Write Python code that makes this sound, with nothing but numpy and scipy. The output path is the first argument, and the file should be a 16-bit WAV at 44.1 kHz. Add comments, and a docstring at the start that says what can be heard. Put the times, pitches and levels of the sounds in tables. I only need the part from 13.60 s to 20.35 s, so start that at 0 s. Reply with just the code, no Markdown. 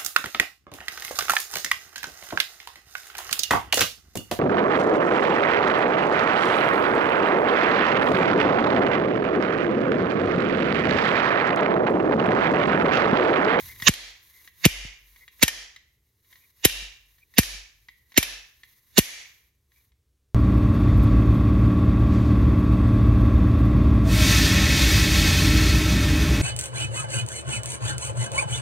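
"""Driving a fork seal

A steel driver is slammed down a fork tube seven times, close to the microphone in a garage.
Each stroke: it is lifted, hissing and tapping, scrapes down the tube, clacks twice on the seal
and thuds through the hand-held fork leg. A limiter ducks on the blows and lets the room swell back."""
import sys
import numpy as np
from scipy import signal
from scipy.fft import rfft, irfft, next_fast_len
from scipy.io import wavfile
from scipy.ndimage import uniform_filter1d

SR = 44100
rng = np.random.default_rng(int(sys.argv[2]) if len(sys.argv) > 2 else 0)


def persist_wave(psi):
    """Save psi, clipped to +-1, as 16-bit WAV."""
    counts = np.round(np.clip(psi, -1, 1) * 32767).astype(np.int16)
    wavfile.write(sys.argv[1], SR, np.atleast_2d(counts).T)


N = 297498
T = np.arange(SR) / SR  # 1 s time axis
LIFT_S, FALL_S = .33, .122

# Event levels are relative; the functions add layer gains.
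# strokes (time [s], first clack [dB], contact gap [s], second clack [dB], treble [dB],
#          scrape [dB], thud [dB], thud pitch [Hz], sway [dB], sliding [dB])
STROKES = [(0.2842, 6, .0062, -2, -7, 17.5, 5, 175.8, -44, -45),
           (1.053, 11.5, 0.0075, 3.5, -2.5, -0.5, 13.5, 202, -28.5, -56),
           (1.8274, 4.5, 0.0046, 11.5, -4, -9.5, 5, 230.4, -44, -60.5),
           (3.0499, 7, .003, 8.5, 1.5, -7.5, 8, 333.8, -32.5, -62),
           (3.783, 5, .0052, 6, 4, -9.5, 9, 191.6, -33.5, -71),
           (4.576, 7, .004, 5, 0.5, -7.5, 6, 318.6, -42, -71),
           (5.3816, -0.5, .0062, 11.5, 5.5, -1.5, 13.5, 264.8, -53, -65.5)]
# driver drops back on the seal (time [s], level [dB])
SEAL_BOUNCES = [(0.3378, -14), (1.8798, -1), (3.0960, -15.5), (3.832, -15), (4.6280, -6.5)]
# loose driver taps the tube (time [s], level [dB], treble [dB])
TUBE_TAPS = [(0.2, -41, -9), (0.2221, -26.5, -3.5), (0.8755, -44, -12), (1.5609, -52, -3.5),
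             (1.6793, -45.5, 2), (1.795, -47.5, -3), (2.162, -42.5, 2), (2.7273, -50.5, -4),
             (2.7563, -52, -4.5), (3.583, -59, 1.5), (3.7385, -51.5, 2), (4.2854, -43, -14.5),
             (4.52, -48, -3), (4.5428, -47.5, -5), (5.0337, -44, -15.5), (6.1191, -64, 1.5),
             (6.3194, -65.5, -7)]
# leg knocks in the hand (time [s], level [dB], pitch [Hz])
LEG_KNOCKS = [(0.222, -36, 125.7), (1.248, -36.5, 124.6), (3.221, -48.5, 201), (3.945, -49.5, 129)]
# driver catches on the tube (time [s], level [dB], pitch [Hz], length [s])
TUBE_SQUEAKS = [(0.062, -47, 2096, 0.096), (0.702, -59.5, 2090, 0.11), (0.772, -60, 2040, 0.059),
                (1.596, -51.5, 2070, 0.061), (2.795, -62, 2350, 0.082), (3.604, -59, 2390, 0.047),
                (6.13, -67.5, 2307, .1)]
# driver eased along after the last blow (start [s], length [s], level [dB])
EASE_MOVES = [(5.548, 0.36, -66.5), (6.089, 0.23, -67)]
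# hand shifting on the leg (time [s], level [dB])
GRIP_ENVELOPE = [(0, -53), (0.219, -53.5), (0.298, -57.5), (.6, -98)]
# faint hiss and rub between the blows, fading at the end (time [s], level [dB])
BACKGROUND_HISS_ENVELOPE = [(0, -60.5), (.15, -52), (0.599, -70), (2.5, -76), (3.299, -70), (4.2, -74),
                            (5.2, -66), (6.0, -81), (6.75, -99)]
# steel resonances (frequency [Hz], base width [Hz], level [dB])
DRIVER_MODES = [(1830, 40, -3), (2200, 110, 0), (2370, 22, -4), (2700, 50, -1), (2900, 48, -2),
                (3110, 54, -4), (3700, 100, -4), (3880, 73, -1), (4160, 120, -3), (4570, 130, -5),
                (5750, 170, -6), (6160, 53, -5), (6460, 39, -8), (7880, 110, -14), (8130, 60, -14),
                (9850, 110, -9), (10600, 100, -8), (11300, 55, -5), (12100, 75, -5), (12900, 250, -2),
                (13300, 54, -8), (13800, 62, -9)]
TUBE_MODES = [(1150, 53, -17), (1860, 120, -4), (2240, 110, -4), (2640, 58, -5), (2840, 60, -5),
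              (3140, 140, -5), (3420, 84, -7), (3770, 95, -1), (4360, 88, -10), (4990, 91, -6),
              (5380, 110, -14), (5730, 110, -8), (6610, 130, 0)]
# noise spectra (frequency [Hz], density [dB])
CRACK_SPECTRUM = [(400, -27.5), (800, -9.5), (1300, -9), (1900, 0.5), (3000, -0.5), (4500, -6.5),
                  (6300, -1.5), (8000, -0.5), (10000, -2.5), (12500, -3.5), (14000, -13.5), (16000, -29)]
SCRAPE_SPECTRUM = [(300, -14.5), (700, -11), (1200, -20), (1800, -1), (2500, -12.5), (4000, -14),
                   (6500, -20.5), (8000, -27), (14000, -35.5)]
RUB_SPECTRUM = [(200, -10), (400, -7), (700, -25.5), (1050, 1.5), (1350, -11.5), (2000, 5.5), (2800, -11.5),
                (3900, 3), (5500, -14), (8000, -12), (14000, -33)]
HISS_SPECTRUM = [(3000, -21.5), (6500, -7.5), (8400, -23.5), (9800, -5), (11000, -10.5), (12400, 2),
                 (14000, -10.5), (16000, -6.5)]
TAP_SPECTRUM = [(300, -20.5), (650, -34), (1080, -7.5), (1400, -22.5), (1950, 5), (2200, -1), (2500, -13.5),
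                (3700, -5), (5300, -19.5), (6500, -12.5), (9000, -25.5), (14000, -32)]
GRIP_SPECTRUM = [(25, -18.5), (70, 2.5), (110, 1), (200, -16.5), (400, -24.5), (900, -52.5)]
ECHO_SPECTRUM = [(80, -21.5), (250, -14.5), (500, -14.5), (1000, -17.5), (1450, -15), (1900, -5),
                 (2400, -3.5), (4600, -6.5), (6000, -7.5), (8500, -20.5), (10600, -8), (12600, -10.5),
                 (15000, -29.5)]
RUMBLE_SPECTRUM = [(25, -24), (45, -14.5), (64, -2.5), (90, -11.5), (120, -12), (160, -22), (250, -27.5),
                   (450, -28.5), (650, -39.5), (2000, -41.5), (6000, -41), (15000, -45)]
# garage decay (frequency [Hz], T60 [s])
ECHO_DECAY = [(200, 0.37), (800, 0.51), (2200, 0.55), (4500, 0.47), (7000, 0.49), (12000, 0.28)]
# phase between microphone ports (frequency [Hz], left lead [rad])
MIC_PHASE = [(150, 0.12), (450, 1.04), (1200, 1.4), (2100, 0.9), (2900, 1.39), (4700, 0.62), (5500, 1),
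             (7500, 3.5), (9000, 3.5), (11000, 1.19), (13500, 0.5), (16000, 1)]
# balance between microphone ports (frequency [Hz], left minus right [dB])
MIC_BALANCE = [(100, 1.5), (250, -1), (500, 1), (1200, 2), (2400, 0), (8000, 1.5), (15000, -1.5)]


def strokes(scrape_pan_db=-9, thud_lag_s=.00062, echo_db=-19):
    """Scrape, then two contacts as the driver seats; their energy excites the room. Some strokes bounce."""
    near, shocks, scrapes = np.zeros(N), np.zeros(N), np.zeros((2, N))
    pan_db = np.array([[.5], [-.5]]) * scrape_pan_db
    for time_s, first_db, gap_s, second_db, treble_db, scrape_db, thud_db, thud_hz, sway_db, _ in STROKES:
        slide = scrape() * undb(scrape_db - 4 + pan_db)
        first = undb(first_db) * clack(treble_db, ring_db=-.5)
        second = undb(second_db) * clack(treble_db, ring_db=-2.5)
        add(scrapes, time_s - slide.shape[1] / SR, slide)
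        add(near, time_s, first)
        add(near, time_s + gap_s, second)
        add(near, time_s + thud_lag_s, undb(thud_db - 7) * thud(thud_hz))
        add(near, time_s + thud_lag_s + .8 * gap_s, undb(thud_db - 1) * thud(thud_hz))
        add(near, time_s, undb(sway_db) * sway())
        strength = np.hypot(np.linalg.norm([first, second]), undb(-7) * np.linalg.norm(slide))
        add(shocks, time_s, strength * shock(treble_db))
    for time_s, level_db in SEAL_BOUNCES:
        add(near, time_s, undb(level_db) * clack(treble_db=-11.5, ring_db=-1.5))
    return mic_ports(near) + scrapes + undb(echo_db) * garage_echo(shocks)


def clack(treble_db, ring_db, crack_t60_s=.028, clatter_db=-28, clatter_t60_s=.16):
    """Steel on steel: a crack of dense modes, the driver's ring, a fine clatter off the bench."""
    envelope = decay(crack_t60_s) + undb(clatter_db) * decay(clatter_t60_s)
    crack = noise(CRACK_SPECTRUM, SR) * envelope
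    steel = undb(ring_db) * ring(DRIVER_MODES, damping=.88)
    return shelf(crack + steel, 10000, treble_db)


def ring(modes, damping, scatter_db=7, detune=.003):
    """Decaying modes; each contact lands elsewhere and weights them anew."""
    hz, width_hz, level_db = np.transpose(modes)
    level_draw, pitch_draw, phase = rng.standard_normal((len(hz), 3)).T
    t = T[:SR // 8, None]
    tones = np.sin(2 * np.pi * (hz * (1 + detune * pitch_draw) * t + phase))
    waves = tones * np.exp(-np.pi * width_hz * damping * t)
    weight = undb(level_db + scatter_db * level_draw) * np.sqrt(width_hz)
    return np.pad(waves @ weight / np.linalg.norm(weight), (0, SR - len(t)))


def thud(pitch_hz, lag_cycles=.9):
    """Bending wave in the leg: lows arrive late, so the pitch falls."""
    hz = np.fft.rfftfreq(SR // 2, 1 / SR) + 1
    ratio = hz / pitch_hz
    knock = 1 / np.sqrt(1 + (.7 / ratio) ** 5)
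    bass = 1 / (1 + (58 / hz) ** 4)
    rolloff = 1 / np.sqrt(1 + ratio ** 4.2) / (1 + (hz / 1100) ** 4)
    dispersion = np.exp(-2j * np.pi * lag_cycles * np.log(ratio))
    wave = irfft((knock + bass) * rolloff * dispersion)[:SR // 4]
    return wave / abs(wave).max()


def sway(low_hz=45, high_hz=48.1, t60_s=.75):
    """Leg and bench rock against each other: two deep modes beat."""
    return (np.sin(2 * np.pi * low_hz * T) - np.sin(2 * np.pi * high_hz * T)) * decay(t60_s)


def shock(treble_db, ring_db=-12):
    """What a blow sends into the room: an impulse plus a little driver ring."""
    steel = ring(DRIVER_MODES, damping=1.6, scatter_db=5)
    snap = (T == 0) + undb(ring_db) * steel / np.linalg.norm(steel)
    return shelf(snap / np.linalg.norm(snap), 11000, treble_db + 3)


def scrape(rise_s=.0038, grit_db=-9, run_up_db=-42, run_up_s=.02):
    """The accelerating driver sets the tube singing; ends at the blow."""
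    size = SR // 4
    singing = tube_song(rng.standard_normal(size), damping=1.1)
    grit = undb(grit_db) * stereo_noise(SCRAPE_SPECTRUM, size, coherence=.11)
    speed = (np.exp(-T / rise_s) + undb(run_up_db) * np.exp(-T / run_up_s))[:size][::-1]
    return (singing + grit) * speed


def tube_song(force, damping):
    """Friction sustains the tube's modes; rms 1."""
    response = ring(TUBE_MODES, damping, scatter_db=4.5)[:SR // 8]
    song = signal.oaconvolve(force, response)[:len(force)]
    return song / song.std()


def sliding(slips_per_s=900, rub_db=-9):
    """Stick-slip on the oily tube: a ringing rub and a fine hiss. Both stay faintly between moves."""
    grip = wander(step_samples=600)
    slips = rng.standard_normal(N) * (rng.random(N) < slips_per_s / SR)
    ringing = undb(-3) * shelf(tube_song(slips, damping=1), 1200, -12)
    rub = undb(.5) * stereo_noise(RUB_SPECTRUM, N, coherence=.6, pan_db=-.5) + ringing
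    envelope = hiss_envelope()
    hiss = stereo_noise(HISS_SPECTRUM, N, coherence=.46)
    return envelope * (undb(rub_db + 2.5 * grip) * rub + undb(2 * grip) * hiss)


def hiss_envelope(fall_db=6, uneven_db=1.2, uneven_per_s=20):
    """A faint background plus the driver's uneven speed: an arch per lift, then a ramp to the blow."""
    envelope = gain_curve(BACKGROUND_HISS_ENVELOPE)
    fall = undb(fall_db) * np.linspace(0, 1, int(FALL_S * SR))
    stroke = np.concatenate([arch(LIFT_S), fall])
    for time_s, *_, sliding_db in STROKES:
        add(envelope, time_s - LIFT_S - FALL_S, undb(sliding_db) * stroke)
    for start_s, length_s, level_db in EASE_MOVES:
        add(envelope, start_s, undb(level_db) * arch(length_s))
    return envelope * undb(uneven_db * wander(int(SR / uneven_per_s)))


def squeaks(skirt_hz=450):
    """Brief stick-slip bursts in one narrow resonance."""
    out = np.zeros(N)
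    for time_s, level_db, hz, length_s in TUBE_SQUEAKS:
        size = int(length_s * SR)
        band = [(hz - skirt_hz, -35), (hz, 0), (hz + skirt_hz, -35)]
        add(out, time_s, undb(level_db) * np.hanning(size) * noise(band, size))
    return mic_ports(out)


def handling(tap_t60_s=.04, ring_db=-10, echo_db=-14):
    """The loose driver taps the tube; the leg rubs and knocks in the hand."""
    out = gain_curve(GRIP_ENVELOPE) * noise(GRIP_SPECTRUM, N)
    for time_s, level_db, treble_db in TUBE_TAPS + rattle():
        tap = noise(TAP_SPECTRUM, SR) * decay(tap_t60_s) + undb(ring_db) * ring(TUBE_MODES, damping=1)
        add(out, time_s, undb(level_db + 3) * shelf(tap, 6400, treble_db))
    for time_s, level_db, pitch_hz in LEG_KNOCKS:
        add(out, time_s, undb(level_db) * thud(pitch_hz))
    return mic_ports(out) + undb(echo_db) * garage_echo(out)


def rattle(taps_per_lift=2, spread_db=.5, treble_db=-3):
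    """Faint random taps during each lift, as rows like TUBE_TAPS."""
    taps = []
    for time_s, *_, sliding_db in STROKES:
        for fraction, draw in zip(rng.random(taps_per_lift), rng.standard_normal(taps_per_lift)):
            tap_s = time_s - FALL_S - fraction * LIFT_S
            taps.append((tap_s, sliding_db - 4.5 + spread_db * draw, treble_db))
    return taps


def garage_echo(x, build_s=.0049):
    """Diffuse room echo; the top treble dies first."""
    diffuse = stereo_noise(ECHO_SPECTRUM, SR, coherence=.25, pan_db=-1)
    hz, t, cells = signal.stft(diffuse, SR, nperseg=256)
    cells = cells * np.exp(-np.log(1000) * t / log_interp(ECHO_DECAY, hz)[:, None])
    response = signal.istft(cells, SR)[1][:, :SR] * (1 - np.exp(-T / build_s))
    return signal.fftconvolve(x[None], response / np.linalg.norm(response[0]), axes=1)[:, :N]


def garage_rumble(level_db=-70):
    """Faint steady room noise, alike in both channels."""
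    return undb(level_db) * stereo_noise(RUMBLE_SPECTRUM, N, coherence=1)


def mic_ports(x):
    """A near source reaches the two ports with different phase and level."""
    n = next_fast_len(N, True)
    hz = np.fft.rfftfreq(n, 1 / SR)
    left = undb(log_interp(MIC_BALANCE, hz) / 2) * np.exp(.5j * log_interp(MIC_PHASE, hz))
    return irfft(rfft(x, n) * np.array([left, 1 / left]), n)[:, :N]


def noise(spectrum, size):
    """Coloured noise; rms 1."""
    n = next_fast_len(size, True)
    gain = undb(log_interp(spectrum, np.fft.rfftfreq(n, 1 / SR)))
    x = irfft(rfft(rng.standard_normal(n)) * gain, n)[:size]
    return x / x.std()


def stereo_noise(spectrum, size, coherence, pan_db=0):
    """Left and right noise sharing part of their power."""
    own = np.array([noise(spectrum, size), noise(spectrum, size)])
    mix = np.sqrt(coherence) * noise(spectrum, size) + np.sqrt(1 - coherence) * own
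    return mix * undb([[pan_db / 2], [-pan_db / 2]])


def wander(step_samples):
    """Random values joined by ramps."""
    steps = np.repeat(rng.standard_normal(N // step_samples + 1), step_samples)
    return uniform_filter1d(steps, step_samples)[:N]


def arch(length_s):
    """Speed of a move from rest to rest; peak 1."""
    return np.sin(np.linspace(0, np.pi, int(length_s * SR))).clip(0)


def decay(t60_s):
    """Exponential decay."""
    return np.exp(-np.log(1000) * T / t60_s)


def gain_curve(points):
    """Gain per sample from (time [s], level [dB])."""
    return undb(np.interp(np.arange(N) / SR, *np.transpose(points)))


def log_interp(points, hz):
    """Interpolate on a log-frequency axis."""
    points_hz, values = np.transpose(points)
    return np.interp(np.log(hz + 1), np.log(points_hz), values)


def shelf(x, corner_hz, gain_db):
    """First-order high shelf."""
    low = signal.sosfilt(signal.butter(1, corner_hz, fs=SR, output="sos"), x)
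    return low + undb(gain_db) * (x - low)


def undb(db):
    """Decibels to gain."""
    return 10 ** (np.asarray(db) / 20)


def add(out, start_s, x):
    """Mix x in at start_s, cut to the scene."""
    start = int(start_s * SR)
    a, b = max(start, 0), min(start + x.shape[-1], N)
    out[..., a:b] += x[..., a - start:b - start]


def scene():
    """Strokes, friction and handling over the room's rumble."""
    return strokes() + sliding() + squeaks() + handling() + garage_rumble()


def record(dry, threshold_db=-7, release_db_per_s=85, window_s=.0045, cutoff_hz=15800):
    """A limiter ducks just ahead of each blow and recovers steadily; peaks clip, the top is cut."""
    window = int(window_s * SR)
    power = np.maximum(uniform_filter1d(np.mean(dry ** 2, axis=0), window), 1e-12)
    over_db = np.maximum(10 * np.log10(power) - threshold_db, 0)
    recovery_db = release_db_per_s * np.arange(N) / SR
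    held_db = np.maximum.accumulate(over_db + recovery_db) - recovery_db
    duck_db = uniform_filter1d(held_db, window)
    low_pass = signal.ellip(8, .2, 70, cutoff_hz, fs=SR, output="sos")
    return signal.sosfilt(low_pass, np.clip(dry * undb(-duck_db), -1, 1))


dry = scene()
out = record(dry)
persist_wave(out)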